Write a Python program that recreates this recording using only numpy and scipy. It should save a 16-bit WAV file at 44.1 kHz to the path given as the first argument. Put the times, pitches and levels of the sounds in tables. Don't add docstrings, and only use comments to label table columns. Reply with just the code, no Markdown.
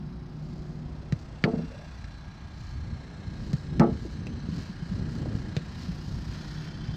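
import sys
import numpy as np
from scipy import signal
from scipy.fft import rfft, irfft
from scipy.io import wavfile
from scipy.ndimage import uniform_filter1d

SR = 44100
rng = np.random.default_rng(int(sys.argv[2]) if len(sys.argv) > 2 else 0)


def store_wav(level_fs):
    pcm = np.round(np.clip(np.atleast_2d(level_fs), -1, 1) * 32767)
    wavfile.write(sys.argv[1], SR, pcm.T.astype(np.int16))


N = 306936
TIME = np.arange(N) / SR


# start in seconds, thump level in dB, thump pitch in Hz, swell time in
# seconds, hollow ring in dB, slap level in dB, slap's low edge in Hz, its high edge in Hz,
# the tick's lower note in Hz, its boost in dB, the upper note in Hz, its boost in dB.
BALL_TOUCHES = [(1.1240, -15, 133, 0.0076, -38, -26, 900, 6300, 3960, 8, 6300, 3),
                (1.4397, -13, 144, 0.0057, -26.5, -11.5, 700, 3700, 2130, 4, 4450, 8.5),
                (1.5360, -19, 195, 0.0051, -33, -57, 1000, 2000, 2000, 0, 4000, 0),
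                (2.043, -33, 98, 0.005, -64, -38.5, 1000, 6000, 1900, 9, 5700, 11),
                (3.5319, -16.5, 143, 0.0085, -40, -28.5, 2200, 9100, 4050, 7, 5400, 4),
                (3.797, -8.5, 158, 0.0079, -27, -19, 400, 7300, 1750, 10.5, 7300, -2.5),
                (4.2690, -29, 91, 0.008, -40.5, -32, 3400, 6400, 2570, 16, 4600, 2),
                (5.5666, -18.5, 123, 0.0071, -30.5, -22, 1900, 6400, 2630, 7, 3500, 10.5)]
# frequency in Hz, level in dB.
SLAP_COLOUR = [(300, -16), (900, -32.5), (1200, 11), (1850, 9), (2500, 4), (3300, -2), (4400, 0.5),
               (6000, -2.5), (9000, -12.5), (11000, -29), (13000, -7), (16000, -21)]
# pitch in Hz, level in dB, seconds to fade by 60 dB.
HOLLOW_NOTES = [(395, 6.5, 0.023), (480, -7, 0.11), (599, -11, 0.11)]

def ball(squash_turns=0.6, squash_s=0.0021, scuff_db=-21.5, scuff_s=0.0064, tick_width_hz=600):
    out, t = np.zeros(N), np.arange(4096) / SR
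    hz = np.fft.rfftfreq(len(t), 1 / SR)
    hollow = sum(ring(t, *note) for note in HOLLOW_NOTES)
    for start, thump_db, pitch, swell, hollow_db, slap_db, low, high, *tick_notes in BALL_TOUCHES:
        turns = pitch * t + squash_turns * (1 - np.exp(-t / squash_s))
        thump = t / swell * np.exp(.5 - .5 * (t / swell) ** 2) * np.sin(2 * np.pi * turns)
        contact = (t == 0) + amp(scuff_db) * np.exp(-t / scuff_s) * rng.standard_normal(len(t))
        lower, lower_db, upper, upper_db = tick_notes
        tick = amp(lower_db * bell(hz, lower, tick_width_hz) + upper_db * bell(hz, upper, tick_width_hz))
        band = cut_bass(hz, low) * cut_treble(hz, high, steepness=3)
        click = sharpest_click(colour(SLAP_COLOUR, hz) * tick * band)
        slap = signal.fftconvolve(contact, click / abs(click).max())[:len(t)]
        add(out, start, amp(thump_db) * thump + amp(hollow_db) * hollow + amp(slap_db) * slap)
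    return out


# start in seconds, force in dB, high edge in Hz, plank (0 or 1).
BOARD_BLOWS = [(1.4460, 0, 2530, 0), (1.562, 3, 195, 0), (3.8, 1.5, 2500, 1)]
# pitch in Hz, seconds to fade by 60 dB,
# level in dB when plank 0 is hit, level in dB when plank 1 is hit.
BOARD_NOTES = [(163.2, 0.25, -20, -20), (195, 0.36, -28.5, -22), (226, 0.15, -13.5, -4.5),
               (246.4, 0.38, -24, -23.5), (340, 0.27, -22.5, -16.5), (430, 0.2, -19.5, -19),
               (450, 0.56, -29, -36), (491, 0.14, -26.5, -29), (564, 0.1, -25, -22), (633, 0.11, -35, -23),
               (676, 0.29, -31.5, -41), (662, 0.17, -35, -23.5), (700, 0.27, -30.5, -29),
               (829, 0.2, -43, -24), (880, 0.15, -47, -23), (895, 0.099, -32, -30),
               (1149, 0.21, -45, -31.5), (1270, 0.16, -48, -26.5), (1300, 0.16, -40, -36.5),
               (1320, 0.23, -42, -32), (1378, .14, -51, -35), (1720, 0.11, -54, -39),
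               (1970, 0.14, -50, -47), (2200, .13, -63, -47.5)]

def board(rise_s=0.03, rise_corner_hz=330):
    out, t = np.zeros(N), np.arange(SR) / SR
    for start, force_db, high, plank in BOARD_BLOWS:
        for hz, fade_s, *plank_db in BOARD_NOTES:
            swell = 1 - np.exp(-t / rise_s * (1 + hz / rise_corner_hz))
            note = ring(t, hz, force_db + plank_db[round(plank)], fade_s)
            add(out, start, swell * note * cut_treble(hz, high, steepness=4))
    return out


# start in seconds, level in dB, high edge in Hz.
PLANK_KNOCKS = [(1.457, -23, 750), (1.477, -30, 480), (1.533, -28, 560), (1.584, -32, 520),
                (1.63, -28, 230), (3.806, -21, 1360), (3.836, -19, 600), (3.864, -22, 430),
                (3.889, -29.5, 555), (3.922, -25.5, 240)]

def rattles(low_hz=150, fade_s=0.12, rise_s=0.0073):
    out, t = np.zeros(N), np.arange(SR // 4) / SR
    envelope = (1 - np.exp(-t / rise_s)) * fade(t, fade_s)
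    for start, db, high in PLANK_KNOCKS:
        wood = noise(lambda f: cut_bass(f, low_hz) * cut_treble(f, high, steepness=4), size=len(t))
        add(out, start, amp(db) * wood * envelope)
    return out


# start in seconds, level in dB, pitch in Hz,
# climb in Hz per second, width in Hz, length in seconds.
FAR_ECHOES = [(1.689, -47.5, 504, 903, 40.2, 0.075), (1.769, -53.5, 560, 1302, 70, .11),
              (4.045, -39.5, 376, -1000, 90.5, 0.0336)]

def echoes():
    out = np.zeros(N)
    for start, db, hz, climb, width, length in FAR_ECHOES:
        t = np.arange(0, length, 1 / SR)
        blur = narrow_noise(hz, width, size=SR)[:len(t)]
        glide = (signal.hilbert(blur) * np.exp(1j * np.pi * climb * t ** 2)).real
        add(out, start, amp(db) * unit(glide) * signal.windows.tukey(len(t), .5))
    return out


# start in seconds, level in dB, pitch in Hz, swell time in seconds.
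HEAVY_STEPS = [(2.926, -24.5, 99, 0.0039), (4.488, -19.5, 166, .0026), (4.521, -24.5, 176, 0.0085),
               (4.695, -28, 183, 0.005), (4.822, -26.5, 162, .0065), (4.915, -22.5, 173, 0.006),
               (5.258, -28, 440, 0.0011), (5.884, -24.5, 175.6, 0.0086), (6.885, -26, 106, 0.0077)]

def footfalls():
    out, t = np.zeros(N), np.arange(SR // 4) / SR
    for start, db, pitch, swell in HEAVY_STEPS:
        envelope = t / swell * np.exp(1 - t / swell)
        add(out, start, amp(db) * envelope * np.sin(2 * np.pi * pitch * t))
    return out


# start in seconds, brush level in dB, length in seconds, scrape level in dB.
SHOE_SLIDES = [(0.2, -65.5, 0.73, -79), (1.11, -63, 0.2, -85), (2.475, -61.5, 0.38, -66),
               (3.2, -60, 0.61, -72), (3.82, -59.5, 0.47, -70), (4.424, -55, 0.35, -54.5),
               (4.78, -61, 0.3, -62), (5.03, -57.5, 0.26, -70), (5.275, -61, 0.2, -66),
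               (5.74, -57, 0.17, -56.5), (5.954, -60, 0.31, -81), (6.276, -59, 0.12, -51),
               (6.44, -66, 0.18, -61.5), (6.59, -68, 0.13, -52.5), (6.78, -68, 0.19, -57.5)]
# frequency in Hz, level in dB.
GRASS_COLOUR = [(600, -10), (2000, -11), (3300, 0.5), (4600, 12.5), (5400, 6), (7000, 2), (9500, -14.5),
                (11200, -28), (12400, -13), (15500, -24)]
STUD_COLOUR = [(500, -14), (1000, 1), (1900, 1), (2900, -0.5), (4000, -4), (6000, -15.5), (11000, -37.5)]

def shoe_scuffs(flicks_per_s=1700, spread_db=1.0):
    brush, scrape = np.zeros(N), np.zeros(N)
    for start, brush_db, length, scrape_db in SHOE_SLIDES:
        press = np.hanning(round(length * SR))
        add(brush, start, amp(brush_db) * press)
        add(scrape, start, amp(scrape_db) * press)

    def crackle(tone):
        strength = amp(spread_db * np.minimum(rng.exponential(1, N), 4)) * rng.standard_normal(N)
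        flicks = strength * (rng.random(N) < flicks_per_s / SR)
        return filtered(flicks, lambda f: colour(tone, f))
    return brush * crackle(GRASS_COLOUR) + scrape * crackle(STUD_COLOUR)


# multiple of the engine's firing rate, level in dB.
EXHAUST_TONES = [(2, -25.5), (4, -14), (5, -2), (7, -18.5), (8, -12.5), (10, -18), (12, -18)]
GEAR_TONES = [(53, -25), (54, -7), (72, -18.5)]
# frequency in Hz, level in dB.
HISS_COLOUR = [(1500, -24.5), (3300, 2.5), (5100, 13.5), (6500, -2), (8000, -8.5), (9900, -11),
               (10800, -19), (12200, -10), (15500, -23.5)]
# time in seconds, level in dB.
EXHAUST_LEVELS = [(0, -38), (.8, -40.5), (1.3, -53), (2, -51), (2.8, -56), (3.4, -45), (4.6, -44.5),
                  (5.8, -44.5), (6.96, -38.5)]
GEAR_LEVELS = [(0, -68), (1.2, -68.5), (1.7, -56.5), (2.2, -60), (3, -57.5), (5.5, -56.5), (6, -59),
               (6.96, -91)]
HISS_LEVELS = [(0, -69), (4.3, -83), (4.6, -65), (4.8, -72), (5.62, -67), (5.78, -59), (6.1, -58.5),
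               (6.66, -59), (6.76, -82), (6.96, -63)]
CLATTER_LEVELS = [(0, -67.5), (1.3, -59.5), (1.6, -54.5), (2.05, -54.5), (2.25, -57), (2.8, -56),
                  (4.3, -55.5), (5.3, -52.5), (5.9, -52), (6.08, -55), (6.25, -52.5), (6.45, -49.5),
                  (6.96, -54)]

def mower(firing_hz=30.24, wobble=0.00129, gear_rough=0.3, puff_db=-4.0, muffler_hz=172):
    turns = np.cumsum(firing_hz * (1 + wobble * drift(2.94))) / SR
    throb = amp(1.8 * np.tanh(5 * np.cos(2 * np.pi * turns)))
    puffs = amp(puff_db) * throb * narrow_noise(muffler_hz, half_width_hz=45)
    exhaust = (engine_tones(turns, EXHAUST_TONES, waver=0.3) + puffs) * level(EXHAUST_LEVELS)
    gears = engine_tones(turns, GEAR_TONES, waver=0.15)
    whine = gears * throb * (1 + gear_rough * drift(78)) * level(GEAR_LEVELS)
    hiss = unit(noise(lambda f: colour(HISS_COLOUR, f)) * throb) * level(HISS_LEVELS)
    clatter = unit(casing() * throb) * level(CLATTER_LEVELS)
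    return exhaust + whine + hiss + clatter


def engine_tones(turns, tones, waver):
    out = np.zeros(N)
    for multiple, db in tones:
        strength = amp(db) * (1 + waver * drift(4.2))
        out += strength * np.cos(2 * np.pi * (round(multiple) * turns + rng.random()))
    return np.sqrt(2) * out


# frequency in Hz, level in dB.
CLATTER_COLOUR = [(500, 6.5), (1200, 8.5), (1750, 9), (2200, 2), (3450, -0.5), (4200, 3.5), (5300, 1.5),
                  (6500, -7), (8200, -11.5), (10000, -25), (11200, -38), (12400, -25.5), (15500, -37)]
# pitch in Hz, width in Hz, boost in dB.
CASING_PEAKS = [(1794, 130, 2.5), (2550, 480, 4), (4070, 420, 4), (5560, 180, -0.5), (6100, 120, 6),
                (6500, 83, 7.5), (7660, 200, 2.5)]

def casing(ripple_depth_db=3.5, full_ripple_hz=3000):
    hz, _, slices = to_slices(rng.standard_normal(N), size=1024)
    boost_db = sum(db * bell(hz, centre, width) for centre, width, db in CASING_PEAKS)
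    tone = colour(CLATTER_COLOUR, hz) * amp(boost_db)
    ripple = uniform_filter1d(rng.standard_normal(slices.shape), size=2, axis=0)
    ripple = unit(uniform_filter1d(ripple, size=170, axis=1))
    ripple_db = ripple_depth_db * np.minimum(hz / full_ripple_hz, 1) * ripple
    return from_slices(slices * tone * amp(ripple_db), size=1024)


# time in seconds, level in dB.
SQUEAL_LEVELS = [(0, -87.5), (4.3, -69), (6.4, -69), (6.7, -63.5), (6.96, -61)]

def squeal(pitch_hz=3100):
    return narrow_noise(pitch_hz, half_width_hz=26) * level(SQUEAL_LEVELS)


# time in seconds, level in dB, high edge of the rumble in Hz.
GUSTS = [(0, -64, 90), (.68, -52, 89.5), (.86, -42, 100), (1.08, -40.5, 109.5), (1.3, -45, 110),
         (2, -43.5, 110), (2.2, -48, 109), (2.94, -32.5, 129), (3.06, -47.5, 169), (3.5, -34, 240),
         (3.63, -42.5, 210), (3.76, -30, 225), (3.97, -37, 191), (4.18, -39, 196), (4.3, -35, 286),
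         (4.43, -39.5, 224), (4.6, -34, 283), (4.68, -48, 170), (4.86, -40, 169), (4.98, -29.5, 254),
         (5.15, -31.5, 259), (5.27, -29, 350), (5.34, -33, 260), (5.45, -34, 260), (5.66, -44, 161),
         (5.8, -36, 190), (6.05, -37, 195), (6.22, -35, 149), (6.4, -46, 150), (6.96, -40.5, 159)]
# frequency in Hz, level in dB.
WIND_COLOUR = [(20, -18.5), (60, 3), (110, 3.5), (175, 1), (240, 0), (320, -3.5), (600, -3.5), (2000, -3)]

def wind(steepness=2.97, lumps_db=2.1):
    hz, t, slices = to_slices(rng.standard_normal(N))
    times, db, high = np.transpose(GUSTS)
    tone = colour(WIND_COLOUR, hz) * cut_treble(hz, np.interp(t, times, high), steepness)
    rumble = from_slices(slices * tone / np.linalg.norm(tone, axis=0))
    return unit(rumble * amp(lumps_db * drift(30))) * amp(np.interp(TIME, times, db))


# frequency in Hz, level in dB.
TOWN_COLOUR = [(20, -10), (58, 12), (100, -4.5), (170, -1.5), (300, -5), (430, -11.5), (800, -14.5),
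               (1300, -20.5), (2000, -27), (4000, -36), (9000, -76)]

def town(db=-44.0):
    return amp(db) * noise(lambda f: colour(TOWN_COLOUR, f))


# time in seconds, change in dB (below 0 is a dip), centre in Hz.
GROUND_BAND = [(0, -4.5, 498), (1.1, 1.5, 480), (1.85, -7, 445), (2.7, -8.5, 490), (3.05, 1.5, 600),
               (4.1, -5.5, 680), (4.8, -3, 506), (5.7, -2.5, 497)]

def over_turf(sound, width_hz=230):
    hz, t, slices = to_slices(sound)
    times, db, centre = np.transpose(GROUND_BAND)
    change_db = np.interp(t, times, db) * bell(hz, np.interp(t, times, centre), width_hz)
    return from_slices(slices * amp(change_db))


def amp(db):
    return 10 ** (np.asarray(db) / 20)


def unit(x):
    return x / np.sqrt(np.mean(x ** 2) + 1e-20)


def level(points):
    return amp(np.interp(TIME, *np.transpose(points)))


def colour(points, hz):
    f, db = np.transpose(points)
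    return amp(np.interp(np.log(hz + 1), np.log(f), db))


def bell(hz, centre, width):
    return 1 / (1 + (2 * (hz - centre) / width) ** 2)


def cut_bass(hz, edge):
    return hz ** 2 / (hz ** 2 + edge ** 2)


def cut_treble(hz, edge, steepness):
    return 1 / np.hypot(1, (hz / edge) ** steepness)


def fade(t, fade_s):
    return np.exp(-np.log(1000) * t / fade_s)


def ring(t, hz, db, fade_s):
    return amp(db) * fade(t, fade_s) * np.sin(2 * np.pi * hz * t)


def add(mix, start, sound):
    part = mix[round(start * SR):][:len(sound)]
    part += sound[:len(part)]


def filtered(x, shape):
    return unit(irfft(rfft(x) * shape(np.fft.rfftfreq(len(x), 1 / SR)), len(x)))


def noise(shape, size=N):
    return filtered(rng.standard_normal(size), shape)


def narrow_noise(hz, half_width_hz, size=N):
    return noise(lambda f: bell(f, hz, 2 * half_width_hz), size)


def drift(rate_hz):
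    return noise(lambda f: np.exp(-(f / rate_hz) ** 2))


def sharpest_click(gain):
    log_gain = np.log(np.maximum(np.r_[gain, gain[-2:0:-1]], 1e-5))
    return np.fft.ifft(np.exp(np.conj(signal.hilbert(log_gain)))).real


def to_slices(x, size=2048):
    hz, t, slices = signal.stft(x, SR, nperseg=size, noverlap=size * 3 // 4)
    return hz[:, None], t, slices


def from_slices(slices, size=2048):
    return signal.istft(slices, SR, nperseg=size, noverlap=size * 3 // 4)[1][:N]


def scene():
    play = ball() + board() + rattles() + echoes() + shoe_scuffs() + footfalls()
    far_away = over_turf(town() + mower() + squeal())
    return (play + far_away + wind())[None]


def record(dry, cutoff_hz=15750):
    low_pass = signal.firwin(511, cutoff_hz, window=("kaiser", 9), fs=SR)
    return signal.oaconvolve(dry, low_pass[None], "same")


dry = scene()
out = record(dry)
store_wav(out)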